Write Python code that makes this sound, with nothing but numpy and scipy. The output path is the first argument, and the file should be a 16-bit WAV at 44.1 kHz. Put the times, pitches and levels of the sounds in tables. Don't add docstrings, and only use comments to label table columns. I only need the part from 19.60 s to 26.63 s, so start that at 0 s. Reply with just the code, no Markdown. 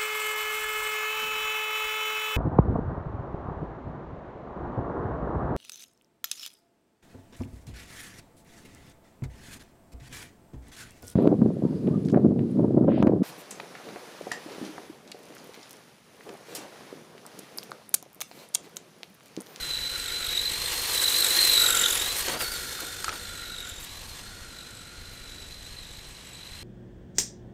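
import sys
import numpy as np
from scipy import signal
from scipy.fft import rfft, irfft
from scipy.io import wavfile

SR = 44100
rng = np.random.default_rng(int(sys.argv[2]) if len(sys.argv) > 2 else 0)


def wav_out(sig):
    wavfile.write(sys.argv[1], SR, np.round(np.clip(np.atleast_2d(sig).T, -1, 1) * 32767).astype(np.int16))


N = 310023

# frequency in Hz, spectral level in dB.
AIR_COLOUR = [(12, -32), (20, -2), (80, 1), (250, -7), (1070, -19), (2500, -15), (6000, -22.5),
              (11000, -28), (15500, -50)]
AIR_DB = -49
# start in seconds, end in seconds.
TICK_BOUTS = [(0, 1.41), (1.75, 3.04), (3.47, 4.9), (5.37, 6.55), (6.9, 7.1)]
TICK_STEPS = (0, 3, 5, 6, 9, 11, 12, 14)
STEP_S, FIRST_STEP_S = 1 / 30, .02

# time in seconds, gear teeth meeting per second in Hz before hops,
# first-order whine in dB before throb, how hard the off-centre gear binds (0 free, 1 hard).
DRIVE = [(0, 4090, -37.5, 0.5), (.2, 3995, -36, 0.3), (.42, 4075, -38, 0.52), (.5, 3958, -37, 0.77),
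         (.59, 4044, -34, 0.36), (.66, 3950, -36.5, 0.95), (.77, 3937, -31.5, 0.65), (.88, 4014, -32, 0.77),
         (1.0, 4146, -34, 0.57), (1.14, 4194, -39, 0.62), (1.29, 4256, -38, 0.52), (1.36, 4030, -33, 0.57),
         (1.45, 3966, -25, 0.69), (1.53, 3994, -28, 0.7), (1.61, 4138, -26, 0.75), (1.67, 3970, -29.5, 1),
         (1.73, 4087, -27.5, 0.39), (1.8, 4140, -23.5, 0.3), (1.9, 4063, -22, 0.54),
         (2.0, 3955, -22.5, 0.77), (2.07, 3873, -27.5, 0.91), (2.13, 3792, -33, 0.98),
         (2.2, 3766, -31, 0.9), (2.24, 3683, -24, 1.08), (2.31, 3616, -34, 1.08), (2.36, 3560, -35.5, 1.0),
         (2.47, 3970, -33.5, 0.43), (2.55, 4100, -39, 0.46), (2.6, 4240, -44, .48), (2.66, 4370, -44, 0.43),
         (2.75, 4450, -42, 0.42), (2.82, 4420, -40, 0.48), (2.87, 4380, -37.5, .4), (2.94, 4310, -42, 0.5),
         (3.0, 4290, -44, 0.62), (3.4, 4204, -49.5, 0.56), (3.57, 4320, -48, 0.68), (3.7, 4073, -49, 0.64),
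         (3.92, 3956, -41, 0.77), (4.1, 3656, -48, 0.95), (4.25, 3780, -52, 0.66), (4.33, 4050, -47, 0.62),
         (4.42, 4114, -53, 0.42), (4.52, 4150, -48, 0.5), (4.58, 4115, -54, 0.48), (4.67, 4250, -50, 0.58),
         (4.8, 4280, -56, 0.23), (5.0, 4025, -52.5, 0.65), (5.08, 4090, -52.5, 0.54),
         (5.18, 3990, -51.5, 0.8), (5.35, 4130, -52.5, 0.47), (5.6, 4050, -51, 0.49),
         (5.85, 3934, -49.5, 0.44), (5.95, 4115, -50, 0.56), (6.04, 3990, -52, 0.58),
         (6.12, 4140, -52, 0.44), (6.17, 4150, -51.5, 0.5), (6.23, 3930, -50, 0.88), (6.35, 4040, -53, 0.7),
         (6.48, 4100, -53, 0.6), (6.55, 4080, -56, 0.56), (6.66, 3940, -57, 0.7), (6.8, 4015, -50, 0.75),
         (7.03, 4140, -48, 0.55)]
# landing in seconds, extra mesh rate in Hz, time in the air in seconds,
# settling time in seconds.
HOPS = [(2.8, 540, .04, .028), (2.918, 450, .02, .02), (3.53, 400, .035, .028), (4.482, 560, .01, .012)]
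# time in seconds, turns early.
THROB_LEAD = [(1.75, .03), (1.95, -.27), (2.4, -.27), (4.1, -.15), (5.1, 0), (5.75, .15), (6.3, .5),
              (7.03, 1.45)]
SPUR_TEETH, START_TURN = 83, 0.463
HOP_HUSH_DB_PER_KHZ = -9.5
HOP_BITE_DB_PER_KHZ = 4
HUSH_ONSET_S = .008

# start in seconds, length in seconds, level in dB.
SCUFFS = [(2.672, 0.04, -33), (2.707, 0.075, -33), (2.788, 0.063, -36.5), (3.216, 0.031, -42),
          (3.468, 0.1, -43)]
# frequency in Hz, spectral level in dB.
PAN_COLOUR = [(100, -12), (250, -0.5), (520, 2), (900, -4), (2000, -7.5), (4000, -11), (9000, -48)]
# time in seconds, ring gain in dB, crack gain in dB, top of the crack in Hz.
KNOCKS = [(2.683, -33, -19, 6960), (2.805, -30, -18, 3990), (2.812, -30, -17, 4000),
          (2.821, -43, -23, 11980), (3.191, -28.5, -39, 3030), (3.204, -50, -25, 13900),
          (3.4435, -24.5, -16, 8280), (3.481, -17.5, -32, 13000), (3.4919, -22, -19, 5690),
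          (3.517, -44, -26, 5040), (3.527, -31, -24.5, 6000)]
# frequency in Hz, gain in dB, 60 dB decay in seconds.
BODY_MODES = [(900, -16, .03), (1310, 0, .03), (1520, -7, .025), (2500, -18, .015), (4200, -20, .015)]

# time in seconds, base level in dB, lift of the low band in dB,
# lift of the middle band in dB.
ROLL = [(0.0, -47, 0, 2.5), (0.58, -45.5, -1, 2.2), (.95, -43, 1.5, 2), (1.31, -39, 3.5, 0.5),
        (1.51, -36.5, 0, -0.5), (1.76, -36, 1, 0.5), (1.919, -36, 0, 2.5), (2.21, -37.5, -3, 0.5),
        (2.371, -39, 4, 1), (2.65, -41.5, 5.5, 0), (3.01, -44.5, -5, -3.5), (3.35, -47, -3, -3),
        (3.91, -52, -9, 0.2), (4.2, -53, 4.5, 0), (4.48, -51.5, 6.5, -1.5), (4.75, -54.5, 2, -2.5),
        (5.31, -58, -6, -0.5), (5.83, -57, -1, -1), (6.77, -59, 6, 2.5), (7.03, -56, 5, 3)]
# frequency in Hz, spectral level in dB.
TYRE_COLOUR = [(350, -32), (600, -14.5), (1000, -7), (1930, -9.5), (3300, -0.5), (5660, -4.5),
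               (9500, -10.5), (13000, -12), (15500, -36)]
# frequency in Hz, gain in dB.
LOW_BAND = [(480, -40), (620, 0), (1200, 0), (1400, -40)]
# frequency in Hz, gain in dB.
MID_BAND = [(1700, -40), (2000, 0), (3300, 0), (3700, -40)]
# frequency in Hz, width in Hz, relative gain in dB.
CHASSIS_MODES = [(1678, 50, -8.5), (1900, 193, -7), (2174, 160, -20), (2740, 390, -31.5), (6970, 1700, -24)]
# frequency in Hz, width in Hz, relative gain in dB.
BOOM_MODES = [(387, 44, 1), (474, 43, 6.5), (353, 790, -4.5)]
# frequency in Hz, width in Hz, relative gain in dB.
SHELL_MODES = [(1422, 156, 15), (1330, 47, -4)]
# frequency in Hz, width in Hz, relative gain in dB.
SHELL_UPPER_MODES = [(1587, 190, 2.5), (2200, 73, 4)]
# start in seconds, end in seconds, first level in dB, last level in dB,
# upper modes against the main one in dB.
HUM_SPELLS = [(0, .3, -53, -56, -2), (0.337, 0.654, -50, -46, -7), (1.636, 1.716, -40, -52, -9),
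              (2.004, 2.262, -35.5, -33, -22), (2.792, 3.184, -43.5, -50.5, -2.5),
              (3.208, 4.107, -50, -49.5, -8.5), (4.64, 5.786, -55, -60, -21)]
# time in seconds, half length in seconds, level in dB before the grit makeup.
SPRAYS = [(2.33, 0.02, -49), (2.588, 0.013, -44), (2.821, 0.021, -47.5), (2.916, 0.021, -53),
          (3.206, 0.0019, -43.5), (4.096, 0.0093, -59), (4.215, 0.01, -58), (4.243, 0.0052, -54),
          (4.374, 0.0038, -64), (4.484, 0.018, -65), (5.546, 0.018, -71), (6.488, 0.0055, -64)]
NEAR_DB = -35
GRIT_NEAR_DB, GRIT_FADES = -39, 1.77
BOOM_NEAR_DB, BOOM_FADES = -40.5, 1
BOOM_UNDER_HUM_DB = -17.5
HUM_RISE_S, HUM_FALL_S = 0.015, 0.048
HUM_REST_DB = -15.5

# start in seconds, length in seconds, frequency in Hz, level in dB.
STREAK = (2.15, .1, 2930, -35.5)
STREAK_WIDTH_HZ = 120
# time in seconds, level in dB.
AXLE = [(0, -62), (.9, -56), (1.1, -43), (1.3, -52), (1.7, -45), (2.05, -45), (2.25, -37), (2.4, -56),
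        (2.92, -52), (2.95, -43), (3.03, -54), (3.3, -48), (3.5, -53), (3.7, -51), (3.9, -66), (4.5, -62),
        (4.6, -60), (5.2, -76), (7.03, -80)]
AXLE_RATIO, AXLE_SMEAR_HZ, AXLE_SECOND_DB = .855, 45, -5
# time in seconds, first-order throb in dB at full bind,
# lift of the second order in dB.
VOICING = [(0, 6.5, 2), (.9, 5.5, 2.5), (1.25, 4, -0.5), (1.45, 11, -0.5), (1.6, 5, 2.5), (1.78, 10, 3.5),
           (1.95, 6, 7.5), (2.3, 8, 2.5), (2.5, 5, -0.5), (2.8, 3, -1.5), (3.8, 7, 0), (4.1, 4, 0),
           (4.35, 9, -0.5), (5.1, 4, -1), (5.6, 9, -0.5), (6.3, 5, 1.5), (6.75, 5.5, -1.5), (7.03, 10, 1)]
# frequency in Hz, width in Hz, gain in dB.
GEARBOX_MODES = [(4023, 51, -12), (3785, 74, -2)]
UPPER_FREE_DB, UPPER_PER_BIND_DB = -9.5, 14
THIRD_FADES = 0.26
CUTOFF_HZ = 16010


def amp(db):
    return 10 ** (np.asarray(db) / 20)


def unit(x):
    return x / np.sqrt(np.mean(x ** 2) + 1e-20)


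def clock():
    return np.arange(N) / SR


def in_time(rows):
    s, *columns = np.transpose(rows)
    return [np.interp(clock(), s, column) for column in columns]


def drift(rate):
    r = np.exp(-2 * np.pi * rate / SR)
    noise = rng.standard_normal(N + SR)
    return unit(signal.lfilter([1], [1, -2 * r, r * r], noise)[SR:])


def coloured(x, spectrum):
    hz, db = np.transpose(spectrum)
    bins = np.log(np.fft.rfftfreq(N, 1 / SR) + 1)
    return irfft(rfft(x) * amp(np.interp(bins, np.log(hz), db)), N)


def resonate(x, modes):
    out = 0
    for hz, width, db in modes:
        r = np.exp(-np.pi * width / SR)
        poles = [1, -2 * r * np.cos(2 * np.pi * hz / SR), r * r]
        out = out + amp(db) * signal.lfilter([(1 - r * r) / 2, 0, (r * r - 1) / 2], poles, x)
    return out


def grains(per_s, spread_db):
    sizes = amp(spread_db * np.minimum(rng.exponential(1, N), 5)) * rng.choice([-1, 1], N)
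    return unit(sizes * (rng.random(N) < per_s / SR))


def air():
    return amp(AIR_DB) * unit(coloured(rng.standard_normal(N), AIR_COLOUR))


def bass_ticks(dip_db=-38.5, width_s=0.00293, hum_hz=88, hum_db=-63.5):
    steps = np.arange(int(N / SR / STEP_S))
    at = FIRST_STEP_S + steps * STEP_S + rng.normal(0, 0.0011, len(steps))
    in_bout = np.any([(at > a) & (at < b) for a, b in TICK_BOUTS], axis=0)
    ticking = np.isin(steps % 15, TICK_STEPS) & in_bout
    clicks = np.zeros(N)
    clicks[(at * SR).astype(int)] = ticking * amp(dip_db + rng.normal(0, 1.5, len(steps)))
    t = np.arange(-.03 * SR, 0.0314 * SR) / SR
    dips = -signal.fftconvolve(clicks, np.exp(-.5 * (t / width_s) ** 2), "same")
    hum = unit(resonate(rng.standard_normal(N), [(hum_hz, 6, 0)]))
    return dips + amp(hum_db) * hum


def hop():
    t, extra = clock(), 0
    for s, hz, air_s, settle_s in HOPS:
        climb = np.clip(1 + (t - s) / air_s, 0, 1)
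        extra = extra + hz * climb * np.exp(-np.maximum(t - s, 0) / settle_s)
    return extra


def hush_db():
    t, change = clock(), 0
    for s, hz, air_s, _ in HOPS:
        lifted = np.clip((t - s + air_s) / HUSH_ONSET_S + 1, 0, 1) * (t < s)
        change = change + HOP_HUSH_DB_PER_KHZ * hz / 1000 * lifted
    return change


def mesh():
    return in_time(DRIVE)[0] + hop()


def spur_angle():
    return 2 * np.pi * (START_TURN + in_time(THROB_LEAD)[0] + np.cumsum(mesh()) / SR / SPUR_TEETH)


def scuffs():
    t, drag = clock(), 0
    for s, length, db in SCUFFS:
        drag = drag + amp(db) * np.sin(np.pi * np.clip((t - s) / length, 0, 1)) ** 0.51
    return np.nan_to_num(drag) * unit(coloured(grains(3500, 1.6), PAN_COLOUR))


def knocks(crack_s=0.0034, contact_s=0.00035):
    out, t = np.zeros(N), np.arange(int(.06 * SR)) / SR
    for s, ring_db, crack_db, top_hz in KNOCKS:
        ring = 0
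        for hz, level_db, t60 in BODY_MODES:
            decay_db = level_db + rng.normal(0, 1.5) - 60 * t / t60
            ring = ring + amp(decay_db) * np.sin(2 * np.pi * hz * t)
        crack = rng.standard_normal(len(t)) * np.exp(-t / crack_s)
        crack = signal.sosfilt(signal.butter(3, [1100, top_hz], "band", fs=SR, output="sos"), crack)
        slap = amp(ring_db) * ring + amp(crack_db) * crack
        out[round(s * SR):][:len(t)] += slap * (1 - np.exp(-t / contact_s))
    return out


def hum_spells(upper=0):
    t, gain = clock(), 0
    for a, b, first_db, last_db, upper_db in HUM_SPELLS:
        level_db = np.interp(t, [a, b], [first_db, last_db]) + upper * upper_db
        edges = np.exp(np.minimum(t - a, 0) / HUM_RISE_S - np.maximum(t - b, 0) / HUM_FALL_S)
        gain = gain + amp(level_db) * edges
    return gain


def shell_hum(hiss_db):
    main = unit(resonate(resonate(grains(4000, 2.7), SHELL_MODES), SHELL_MODES))
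    main = main * (hum_spells() + amp(hiss_db + HUM_REST_DB)) * amp(2.3 * np.cos(spur_angle() - .8))
    upper = unit(resonate(resonate(grains(2500, 2.2), SHELL_UPPER_MODES), SHELL_UPPER_MODES))
    return main + upper * hum_spells(upper=1)


def boom(loss_db):
    gain = amp(BOOM_NEAR_DB + BOOM_FADES * loss_db) + amp(BOOM_UNDER_HUM_DB) * hum_spells()
    return unit(resonate(rng.standard_normal(N), BOOM_MODES)) * gain


def sprays():
    t = clock()
    return sum(amp(db) * np.exp(-.5 * ((t - s) / half) ** 2) for s, half, db in SPRAYS)


def grit(loss_db):
    clicks = coloured(grains(16000, 5.1), [(9000, 4.5), (14000, 0.5), (15800, -8.5)])
    clicks = signal.sosfilt(signal.butter(2, 8500, "high", fs=SR, output="sos"), clicks)
    gain = amp(GRIT_NEAR_DB + GRIT_FADES * loss_db) + sprays()
    return clicks * gain * amp(13.0)


def tyre_hiss(hiss_db):
    road = rng.standard_normal(N) + .5 * grains(5000, 0.42)
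    modes = sum(amp(1.8 * drift(19.0)) * resonate(road, [mode]) for mode in CHASSIS_MODES)
    tyres = unit(coloured(road + 5.56 * modes, TYRE_COLOUR))
    _, low_db, mid_db = in_time(ROLL)
    tyres = tyres + (amp(low_db) - 1) * coloured(tyres, LOW_BAND) \
        + (amp(mid_db) - 1) * coloured(tyres, MID_BAND)
    return tyres * amp(hiss_db + 6.5 + 0.97 * np.cos(spur_angle()))


def rolling():
    hiss_db = in_time(ROLL)[0] + hush_db()
    loss_db = hiss_db - NEAR_DB
    bumps = amp(1.3 * drift(39))
    return bumps * (tyre_hiss(hiss_db) + grit(loss_db) + boom(loss_db)) + shell_hum(hiss_db)


def streak():
    s, length, hz, db = STREAK
    band = [(hz, STREAK_WIDTH_HZ, 0)]
    swell = np.sin(np.pi * np.clip((clock() - s) / length, 0, 1))
    return amp(db) * swell * unit(resonate(resonate(rng.standard_normal(N), band), band))


def axle():
    teeth = 2 * np.pi * np.cumsum(AXLE_RATIO * mesh()) / SR
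    first, second = [drift(AXLE_SMEAR_HZ * k) * np.sin(k * teeth)
                     + drift(AXLE_SMEAR_HZ * k) * np.cos(k * teeth) for k in (1, 2)]
    return amp(in_time(AXLE)[0] + hush_db()) * (first + amp(AXLE_SECOND_DB) * second)


def gears(loud_lead=0.17, third_db=-4.5, sag=.048, jitter=0.006, wander=.003):
    _, first_db, load = in_time(DRIVE)
    first_throb_db, lift_db = in_time(VOICING)
    roll_db, hush = in_time(ROLL)[0], hush_db()
    first_db = first_db + HOP_BITE_DB_PER_KHZ * hop() / 1000 + 2 * hush
    second_db = roll_db + 2 * hush + UPPER_FREE_DB + UPPER_PER_BIND_DB * load + lift_db
    third_db = second_db + third_db + THIRD_FADES * (roll_db - NEAR_DB)

    bind = np.minimum(load * amp(1.5 * drift(25)), 1.1)
    angle = spur_angle()
    phase = angle + .4
    slowing = np.sin(phase) + .25 * np.sin(2 * phase)
    slip = jitter * drift(53.0) + wander * drift(10.12)
    hz = mesh() * (1 - sag * bind ** 2 * slowing + slip)
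    teeth = 2 * np.pi * np.cumsum(hz) / SR
    uneven_db = 0.84 * drift(75)

    # level dB, throb dB at full bind, tooth play in radians, slow patchiness dB
    orders = [(first_db, first_throb_db, .3, 1.2), (second_db, 10.0, .35, 3.0), (third_db, 8.0, .5, 2.4)]
    out = 0
    for k, (db, depth_db, play, patch_db) in enumerate(orders, 1):
        throb_db = depth_db * bind * (np.cos(angle + loud_lead) - .6)
        flicker_db = uneven_db + 3.23 * drift(186) + patch_db * drift(25)
        timing = (play + 0.27 * bind) * drift(280)
        out = out + np.sqrt(2) * amp(db + throb_db + flicker_db) * np.sin(k * teeth + timing)
    return out + resonate(out, GEARBOX_MODES)


def scene():
    car = gears() + axle() + rolling() + knocks() + scuffs() + streak()
    t = np.arange(int(.3 * SR)) / SR
    scatter = rng.standard_normal(len(t)) * amp(-60 * t / 0.13) * (t > .004)
    echo = amp(-14.0) * signal.fftconvolve(car, scatter / np.linalg.norm(scatter))[:N]
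    return (car + echo + air() + bass_ticks())[None]


def record(dry):
    dry = signal.sosfilt(signal.butter(1, 9.0, "high", fs=SR, output="sos"), dry)
    return signal.sosfilt(signal.cheby2(22, 70, CUTOFF_HZ, fs=SR, output="sos"), dry)


dry = scene()
out = record(dry)
wav_out(out)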